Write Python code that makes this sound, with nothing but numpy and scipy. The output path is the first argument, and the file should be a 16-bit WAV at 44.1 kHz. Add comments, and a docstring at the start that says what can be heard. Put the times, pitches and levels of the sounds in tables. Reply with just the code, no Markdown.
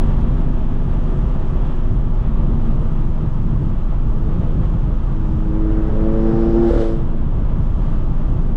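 """First you hear air throbbing in the cabin and tyres roaring, as a turbocharged six-cylinder sports car
coasts along a mountain road. From 5 s the throttle opens: the engine's firings make the exhaust howl,
and puffs of hot gas make it rasp. At 6.7 s the throttle shuts, unburnt fuel pops in the pipe on every
third turn of the crankshaft, and the turbo dumps its air in a whoosh. Before the howl, while the engine
coasts, the exhaust burbles softly."""
import sys
import numpy as np
from scipy import signal
from scipy.fft import rfft, irfft
from scipy.io import wavfile
from scipy.ndimage import uniform_filter1d

SR = 44100
rng = np.random.default_rng(int(sys.argv[2]) if len(sys.argv) > 2 else 0)


def to_wav(sig):
    """Store sig (one row per channel, or 1-D mono) as 16-bit WAV at the path in sys.argv[1].

    Samples outside -1..1 are clipped; the rate is SR.
    """
    pcm = np.clip(np.atleast_2d(sig), -1, 1) * 32767
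    pcm = np.round(pcm).astype(np.int16)
    wavfile.write(sys.argv[1], SR, pcm.T)  # frames by channels


N = 377496
TIME = np.arange(N) / SR
THROTTLE_SHUT_S = 6.704


# how fast the crankshaft spins: time_s, turns_per_s
CRANK_SPEED = [(0, 125.8), (1.25, 121.3), (1.8, 120), (2.3, 116.6), (2.72, 113), (3.4, 110.8),
               (4.05, 109.6), (4.35, 108.7), (4.7, 106.8), (5.1, 105.5), (5.35, 105.1), (5.6, 106.7),
               (5.78, 107.1), (5.92, 108.1), (6.15, 110.2), (6.33, 112), (6.48, 112.8), (6.62, 114.6),
               (6.82, 112.3), (7.0, 111.2), (7.7, 109.8), (8.1, 107.4), (8.56, 106.5)]
# how hard the engine works, 0 being full load: time_s, effort_db
ENGINE_EFFORT = [(0, -13.5), (1.0, -14.5), (1.5, -13.5), (2.4, -15), (2.85, -12.5), (3.3, -13), (3.75, -17),
                 (4.0, -13.5), (4.18, -10.3), (4.36, -10.3), (4.55, -16), (4.95, -15), (5.2, -8),
                 (5.67, -4.2), (5.9, -3.8), (6.05, -2.2), (6.2, -1.3), (6.3, -.4), (6.53, -0.7), (6.66, .7),
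                 (6.76, -1.2), (6.9, -3), (7.0, -7.3), (7.1, -12.5), (7.7, -14.5), (8.56, -14)]
def engine():
    """The engine coasts, pulls once and coasts again; gives its turns so far, speed and effort."""
    crank_hz, = curves(CRANK_SPEED)
    effort_db, = curves(ENGINE_EFFORT)
    return np.cumsum(crank_hz) / SR, crank_hz, effort_db


# the exhaust's tones; overrun is the moment after the throttle shuts:
# cycles_per_turn, full_load_db, db_per_effort_db, overrun_change_db
ENGINE_TONES = [(2, -21, 1.35, -4), (3, -18.5, 1.9, .5), (4, -31.3, 2, 6.5), (5, -37.5, 1.8, 10),
                (6, -38.3, 3.3, -2), (7, -41.5, 4, 2.5), (8, -46.5, 3, -5), (12, -55, 3.5, 3)]
# standing waves in the cabin lift or swallow a tone that glides past: pitch_hz, width_hz, change_db
CABIN_WAVES = [(214.5, 3.5, -3.5), (247, 7, 4), (320.8, 2.5, 2), (324.3, 1.2, -12), (331, 1.8, -4),
               (343, 3, 2), (361, 6, 4), (439, 11, 6.5), (459, 4, -5), (548, 8, 9.5), (654, 7, 5),
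               (665, 4, -9), (765, 14, -6), (784, 8, 6)]
def exhaust_tones(turns, crank_hz, effort_db, jitter_turns=0.008, coast_waver_db=2.5):
    """Three firings a turn make the howl; two unequal sets of cylinders add the tones around it."""
    angle = 2 * np.pi * (turns + jitter_turns * wander(30))
    roughness_db = 0.4 * wander(90)  # uneven burning shakes the high tones most
    cut_db = -5.5 * ignition_cut()
    overrun = swell(THROTTLE_SHUT_S, hold_s=0.18, rise_db_per_s=900, fall_db_per_s=114.5)
    coasting = np.clip(1 - undb(effort_db), 0, 1) ** 2
    howl = np.zeros(N)
    for multiple, full_db, growth, overrun_db in ENGINE_TONES:
        tone_hz = multiple * crank_hz
        cabin_db = sum(db * np.exp(-((tone_hz - hz) / width) ** 2) for hz, width, db in CABIN_WAVES)
        waver_db = (1.6 if multiple > 4 else 0.6) * wander(24)
        waver_db += coast_waver_db * coasting * wander(5.1)
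        waver_db += (multiple - 1) * roughness_db
        level_db = full_db + growth * effort_db + cabin_db + cut_db + overrun_db * overrun + waver_db
        howl += undb(level_db) * np.sin(multiple * angle + 2 * np.pi * rng.random())
    return np.sqrt(2) * howl


def ignition_cut():
    """The sparks stop briefly as the throttle shuts: 1 during the cut, fading fast to 0 either side."""
    return swell(THROTTLE_SHUT_S, hold_s=0.065, rise_db_per_s=900, fall_db_per_s=900)


def exhaust_rasp(turns, effort_db, full_load_db=-31.7, puff_depth=0.32, jitter_turns=0.032):
    """Each firing sends a rough puff down the pipe; unburnt gas flares just after the throttle shuts."""
    flow = undb(full_load_db + 2.2 * effort_db)
    flare = undb(-25.8) * swell(6.8, hold_s=0, rise_db_per_s=68, fall_db_per_s=114.5)
    firing = np.cos(2 * np.pi * 3 * (turns + jitter_turns * wander(110)))
    puffs = np.exp(puff_depth * firing) * rng.standard_normal(N)
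    return np.hypot(flow, flare) * unit(pipe(puffs, muffle_hz=1820))


# the notes at which the pipe and cabin ring: pitch_hz, width_hz, gain_db
PIPE_NOTES = [(272, 22, 1.5), (328, 26, 2.5), (483, 67, 19), (570, 50, -0.5), (665, 80, -8),
              (810, 100, -17), (980, 93, -13.5), (1160, 210, -10.5), (1300, 140, -10.5), (1580, 250, -21.5)]
def pipe(gas, muffle_hz):
    """Gas makes the exhaust pipe ring, and the car's body shuts out the treble."""
    ringing = sum(undb(db) * ring(gas, hz, width) for hz, width, db in PIPE_NOTES)
    return signal.sosfilt(signal.butter(4, muffle_hz, fs=SR, output="sos"), ringing)


# unburnt fuel exploding in the pipe: start_s, bark_peak_db
EXPLOSIONS = [(6.708, -11), (6.7342, -11.5), (6.7605, -10.5), (6.787, -20)]
def exhaust_pops(push_s=0.0014, knock_hz=260, thump_hz=38):
    """Each explosion is a soft push that barks in the pipe, knocks the floor and thumps the cabin air."""
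    t = TIME[:SR // 4]
    push = t * np.exp(-2 * t / push_s)
    bark = pipe(push, muffle_hz=760)
    knock = ring(ring(push, knock_hz, width_hz=130), knock_hz, width_hz=260)
    thump = ring(ring(push, thump_hz, width_hz=40), thump_hz, width_hz=80)
    pop = sum(undb(db) * part / np.abs(part).max() for part, db in [(bark, 0), (knock, -4), (thump, 1)])
    pops = np.zeros(N)
    for start_s, db in EXPLOSIONS:
        start = int(start_s * SR)
        pops[start:start + len(t)] += undb(db) * pop
    return pops


# soft late burns in the pipe: middle_s, length_s, level_db
AFTERBURNS = [(2.81, 0.078, -40), (4.322, 0.063, -42), (4.46, 0.08, -37.5), (4.915, 0.05, -32)]
def exhaust_burbles(turns, flutter_depth=0.33):
    """Off throttle, soft burns flutter in the pipe once every two turns of the crankshaft."""
    burns = sum(undb(db) * np.exp(-2 * ((TIME - s) / length) ** 2) for s, length, db in AFTERBURNS)
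    flutter = (1 + flutter_depth * np.cos(np.pi * turns)) * rng.standard_normal(N)
    return burns * unit(pipe(flutter, muffle_hz=550))


# the tone of air drawn through the throttle: pitch_hz, relative_db
INTAKE_COLOUR = [(850, -6.5), (1200, 1), (1500, -5), (1900, -11.5), (2400, -20.5)]
def intake(turns, level_db=-48, gulp_depth=0.44):
    """The cylinders gulp air through the opening throttle; the exhaust soon covers the sound."""
    flow = undb(level_db) * swell(5.75, hold_s=0.56, rise_db_per_s=18, fall_db_per_s=18)
    gulps = np.cos(2 * np.pi * 3 * turns)
    return flow * (1 + gulp_depth * gulps) * noise(INTAKE_COLOUR)


# the tone of the turbo's hiss: pitch_hz, relative_db
TURBO_COLOUR = [(1500, -1), (2200, -6.5), (3200, 3), (4300, -2), (5100, 1.5), (6000, -5.5), (8000, -13.5),
                (10000, -31.5), (12000, -46.5)]
def turbo_hiss(level_db=-57):
    """The turbo hisses as it builds up air pressure."""
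    pressure = swell(6.41, hold_s=0.5, rise_db_per_s=24.5, fall_db_per_s=103)
    return undb(level_db) * pressure * noise(TURBO_COLOUR)


# puffs of air let out by the turbo's valve: peak_s, level_db
VALVE_PUFFS = [(6.69, -53.5), (6.81, -50)]
# the tone of those puffs: pitch_hz, relative_db
PUFF_COLOUR = [(1500, -9.5), (2400, -4.5), (3000, 3.5), (3700, 2.5), (5200, -7.5), (6500, -9),
               (8000, -10.5), (9500, -17), (10300, -23.5), (11200, -37), (15000, -35)]
VALVE_RISE_DB_PER_S, VALVE_FALL_DB_PER_S = 161, 131
def turbo_dump(hold_s=0.033, flutter_db=1.0):
    """A valve lets the turbo's pressure go in two fluttering whooshes."""
    puffs = sum(undb(db) * swell(s, hold_s, VALVE_RISE_DB_PER_S, VALVE_FALL_DB_PER_S)
                for s, db in VALVE_PUFFS)
    return puffs * undb(flutter_db * wander(90)) * noise(PUFF_COLOUR)


# the tone of the last air leaving the valve: pitch_hz, relative_db
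LEAK_COLOUR = [(7500, -4.5), (9000, -2.5), (10100, 1.5), (10800, -15.5), (12000, -26)]
def valve_whistle(peak_s=6.855, end_hz=9570, drop_hz=420, settle_s=0.03, waver_hz=130):
    """A thin whistle sinks as the pressure behind the valve falls, and the last air leaks away."""
    sinking = np.exp(-np.maximum(TIME - peak_s, 0) / settle_s)
    pitch_hz = end_hz + drop_hz * sinking + waver_hz * wander(900)
    tone = np.sqrt(2) * np.sin(2 * np.pi * np.cumsum(pitch_hz) / SR)
    singing = swell(peak_s, hold_s=0.08, rise_db_per_s=401, fall_db_per_s=VALVE_FALL_DB_PER_S)
    leaking = swell(peak_s, hold_s=0, rise_db_per_s=VALVE_RISE_DB_PER_S, fall_db_per_s=46.5)
    return undb(-75.5) * singing * tone + undb(-72.5) * leaking * noise(LEAK_COLOUR)


def gear_whine(turns, effort_db, cycles_per_turn=2.31, full_load_db=-34, waver_db=3.5):
    """Parts geared to the crankshaft give a weak, wavering whine that grows as the engine works."""
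    level_db = full_load_db + 1.3 * effort_db + waver_db * wander(11)
    return np.sqrt(2) * undb(level_db) * np.sin(2 * np.pi * cycles_per_turn * turns)


# the cabin's rumble, and how much of it is floor boom: time_s, level_db, boom_vs_throb_db
RUMBLE_LEVELS = [(0, -12.5, -9), (.6, -14.5, -8), (1.3, -14, -8), (2.0, -14, -11.5), (2.7, -13.5, -7.5),
                 (3.2, -14.5, -8.5), (3.55, -15, -2.5), (3.85, -14, -12), (4.3, -14.5, -6.5),
                 (5.4, -15, -8), (6.0, -13.5, -9), (6.7, -15.5, -8), (7.5, -14.5, -8.5), (8.56, -14, -10)]
# the tone of the throbbing air: pitch_hz, relative_db
THROB_COLOUR = [(8, -32), (15, -19), (21, 4.5), (27, -3), (36, -6), (43, -10), (50, -10.5), (62, -19.5),
                (85, -32)]
# the tone of the booming floor: pitch_hz, relative_db
BOOM_COLOUR = [(45, -19), (65, -2), (95, -1.5), (115, -1), (150, -1), (175, -4), (205, -14), (260, -16),
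               (340, -18.5)]
def cabin_rumble(gust_db=0.5, bump_db=1.38, waver_db=0.5, dip_db=-5):
    """Air throbs and bumps boom through the floor, their sum held to an even level so one gives way to the
    other; the rumble dips briefly under the pops."""
    level_db, boom_db = curves(RUMBLE_LEVELS)
    throb = undb(gust_db * wander(14)) * steady(noise(THROB_COLOUR), span_s=0.13)
    boom = undb(boom_db + bump_db * wander(12)) * steady(noise(BOOM_COLOUR), span_s=0.14)
    level_db += waver_db * wander(11) + dip_db * ignition_cut()
    return undb(level_db) * steady(throb + boom, span_s=0.04)


# how strong each road sound is along the way: time_s, roar_db, tread_gain_db, drone_db, wind_db
ROAD_LEVELS = [(0, -31.5, -40, -31.5, -64), (.65, -36, -44, -36, -67.5), (.9, -36, -43.5, -33, -66),
               (1.5, -34, -42, -36, -65), (2.0, -38, -45, -35.5, -67.5), (2.3, -36.5, -42.5, -34, -67.5),
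               (2.65, -35, -42.5, -29.5, -66), (3.2, -42, -43.5, -34, -67.5),
               (4.15, -38.5, -44, -39, -67.5), (4.4, -36, -42.5, -36.5, -66.5), (5.2, -40.5, -44, -39, -67),
               (6.4, -33.5, -41.5, -39, -66.5), (7.25, -37.5, -44.5, -35.5, -70.5),
               (7.8, -37, -42.5, -38.5, -66.3), (8.56, -36, -45, -34.5, -68.5)]
# the tone of the low roar that comes through the suspension: pitch_hz, relative_db
ROAR_COLOUR = [(150, -8.5), (250, 1), (330, -2), (400, -2), (460, -9.5), (560, -8), (700, -9),
               (1000, -26.5)]
# the tone of the wind: pitch_hz, relative_db
WIND_COLOUR = [(2000, -19.5), (4000, -3), (5000, 0), (6500, -1.5), (8000, -5.5), (9500, -11.5),
               (11000, -21.5), (15000, -33)]
def road_and_wind(patchy_db=0.6, tyre_air_hz=221.1):
    """Tyres roar on patchy asphalt, the air inside them drones, and wind hisses along the glass."""
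    roar_db, tread_db, drone_db, wind_db = curves(ROAD_LEVELS)
    patches = undb(patchy_db * wander(20))
    roar = undb(roar_db) * noise(ROAR_COLOUR)
    rush = undb(tread_db) * tread_rush()
    drone = undb(drone_db) * steady(narrow_noise(tyre_air_hz, width_hz=14), span_s=0.61)
    wind = undb(wind_db + 0.6 * wander(30)) * noise(WIND_COLOUR)
    return patches * (roar + rush + rock_echo()) + drone + wind


# the tone of the tread on the road: pitch_hz, relative_db
TREAD_COLOUR = [(400, -24.5), (620, -2), (720, -6.5), (780, -1.5), (900, -1), (1080, -2), (1230, -2.5),
                (1450, -9), (2200, -19), (3200, -19), (4200, -29.5), (6000, -48.5)]
# the notes at which the body panels ring: pitch_hz, width_hz, relative_db
PANEL_NOTES = [(508.8, 23, -6), (624, 84, -7.5), (858, 62, -9.5), (978, 97, -10.5), (1153.5, 54, -12),
               (1278, 94, -16)]
def tread_rush():
    """The tyre tread rushes over the road and sets the car's panels ringing."""
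    panels = sum(undb(db) * narrow_noise(hz, width) for hz, width, db in PANEL_NOTES)
    return undb(0.5) * noise(TREAD_COLOUR) + panels


# the tone of the hiss coming back from the rock: pitch_hz, relative_db
ECHO_COLOUR = [(1350, -3.5), (1650, 2.5), (2200, -6.5), (3300, -5.5), (4200, -22)]
def rock_echo(level_db=-56, passed_s=1.95):
    """A rock face beside the road throws tyre hiss back until the car has passed it."""
    alongside = swell(0, hold_s=passed_s, rise_db_per_s=31.5, fall_db_per_s=31.5)
    return undb(level_db) * alongside * noise(ECHO_COLOUR)


def undb(db):
    """Turn decibels into a number to multiply by."""
    return 10 ** (np.asarray(db) / 20)


def unit(x):
    """Scale a signal to an average (rms) level of 1."""
    return x / np.sqrt(np.mean(x ** 2))


def curves(table):
    """Join a table's rows with straight lines in time, giving one curve for each value column."""
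    time_s, *columns = np.transpose(table)
    return [np.interp(TIME, time_s, column) for column in columns]


def noise(colour):
    """Noise at level 1, shaped by a pitch_hz, relative_db table and fading beyond its ends."""
    hz, db = np.transpose(colour)
    all_hz = np.maximum(np.arange(N // 2 + 1) * SR / N, 1)
    ends = np.minimum(all_hz / hz[0], 1) * np.minimum(hz[-1] / all_hz, 1)
    gain = undb(np.interp(np.log(all_hz), np.log(hz), db)) * ends ** 4
    return unit(irfft(rfft(rng.standard_normal(N)) * gain, N))


def wander(steps_per_s):
    """A smooth random drift, typically about 1 in size."""
    step = max(int(SR / steps_per_s), 2)
    held = np.repeat(rng.standard_normal(N // step + 1), step)
    return unit(uniform_filter1d(uniform_filter1d(held, step), step)[:N])


def ring(x, pitch_hz, width_hz):
    """Ring at one pitch: sound there passes fully, and the rest is weakened."""
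    return signal.lfilter(*signal.iirpeak(pitch_hz, pitch_hz / width_hz, fs=SR), x)


def narrow_noise(pitch_hz, width_hz):
    """Noise at level 1, gathered around one pitch."""
    return unit(ring(ring(rng.standard_normal(N), pitch_hz, width_hz), pitch_hz, width_hz))


def steady(x, span_s):
    """Even out level changes slower than span_s."""
    span = int(span_s * SR)
    return x / np.sqrt(uniform_filter1d(uniform_filter1d(x ** 2, span), span) + 1e-9)


def swell(peak_s, hold_s, rise_db_per_s, fall_db_per_s):
    """A gain that rises to 1 at peak_s, holds, and dies away."""
    early_s = np.maximum(peak_s - TIME, 0)
    late_s = np.maximum(TIME - peak_s - hold_s, 0)
    return undb(-np.minimum(rise_db_per_s * early_s + fall_db_per_s * late_s, 200))


def scene():
    """Everything as heard from the driver's seat, in one channel."""
    turns, crank_hz, effort_db = engine()
    exhaust = exhaust_tones(turns, crank_hz, effort_db) + exhaust_rasp(turns, effort_db)
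    exhaust += exhaust_pops() + exhaust_burbles(turns)
    engine_air = intake(turns) + turbo_hiss() + turbo_dump() + valve_whistle()
    background = gear_whine(turns, effort_db) + cabin_rumble() + road_and_wind()
    return (exhaust + engine_air + background)[None]


def record(dry):
    """The very top of the treble is cut away."""
    top_hz = 15700
    return signal.sosfilt(signal.ellip(8, 0.2, 70, top_hz, fs=SR, output="sos"), dry)


dry = scene()
out = record(dry)
to_wav(out)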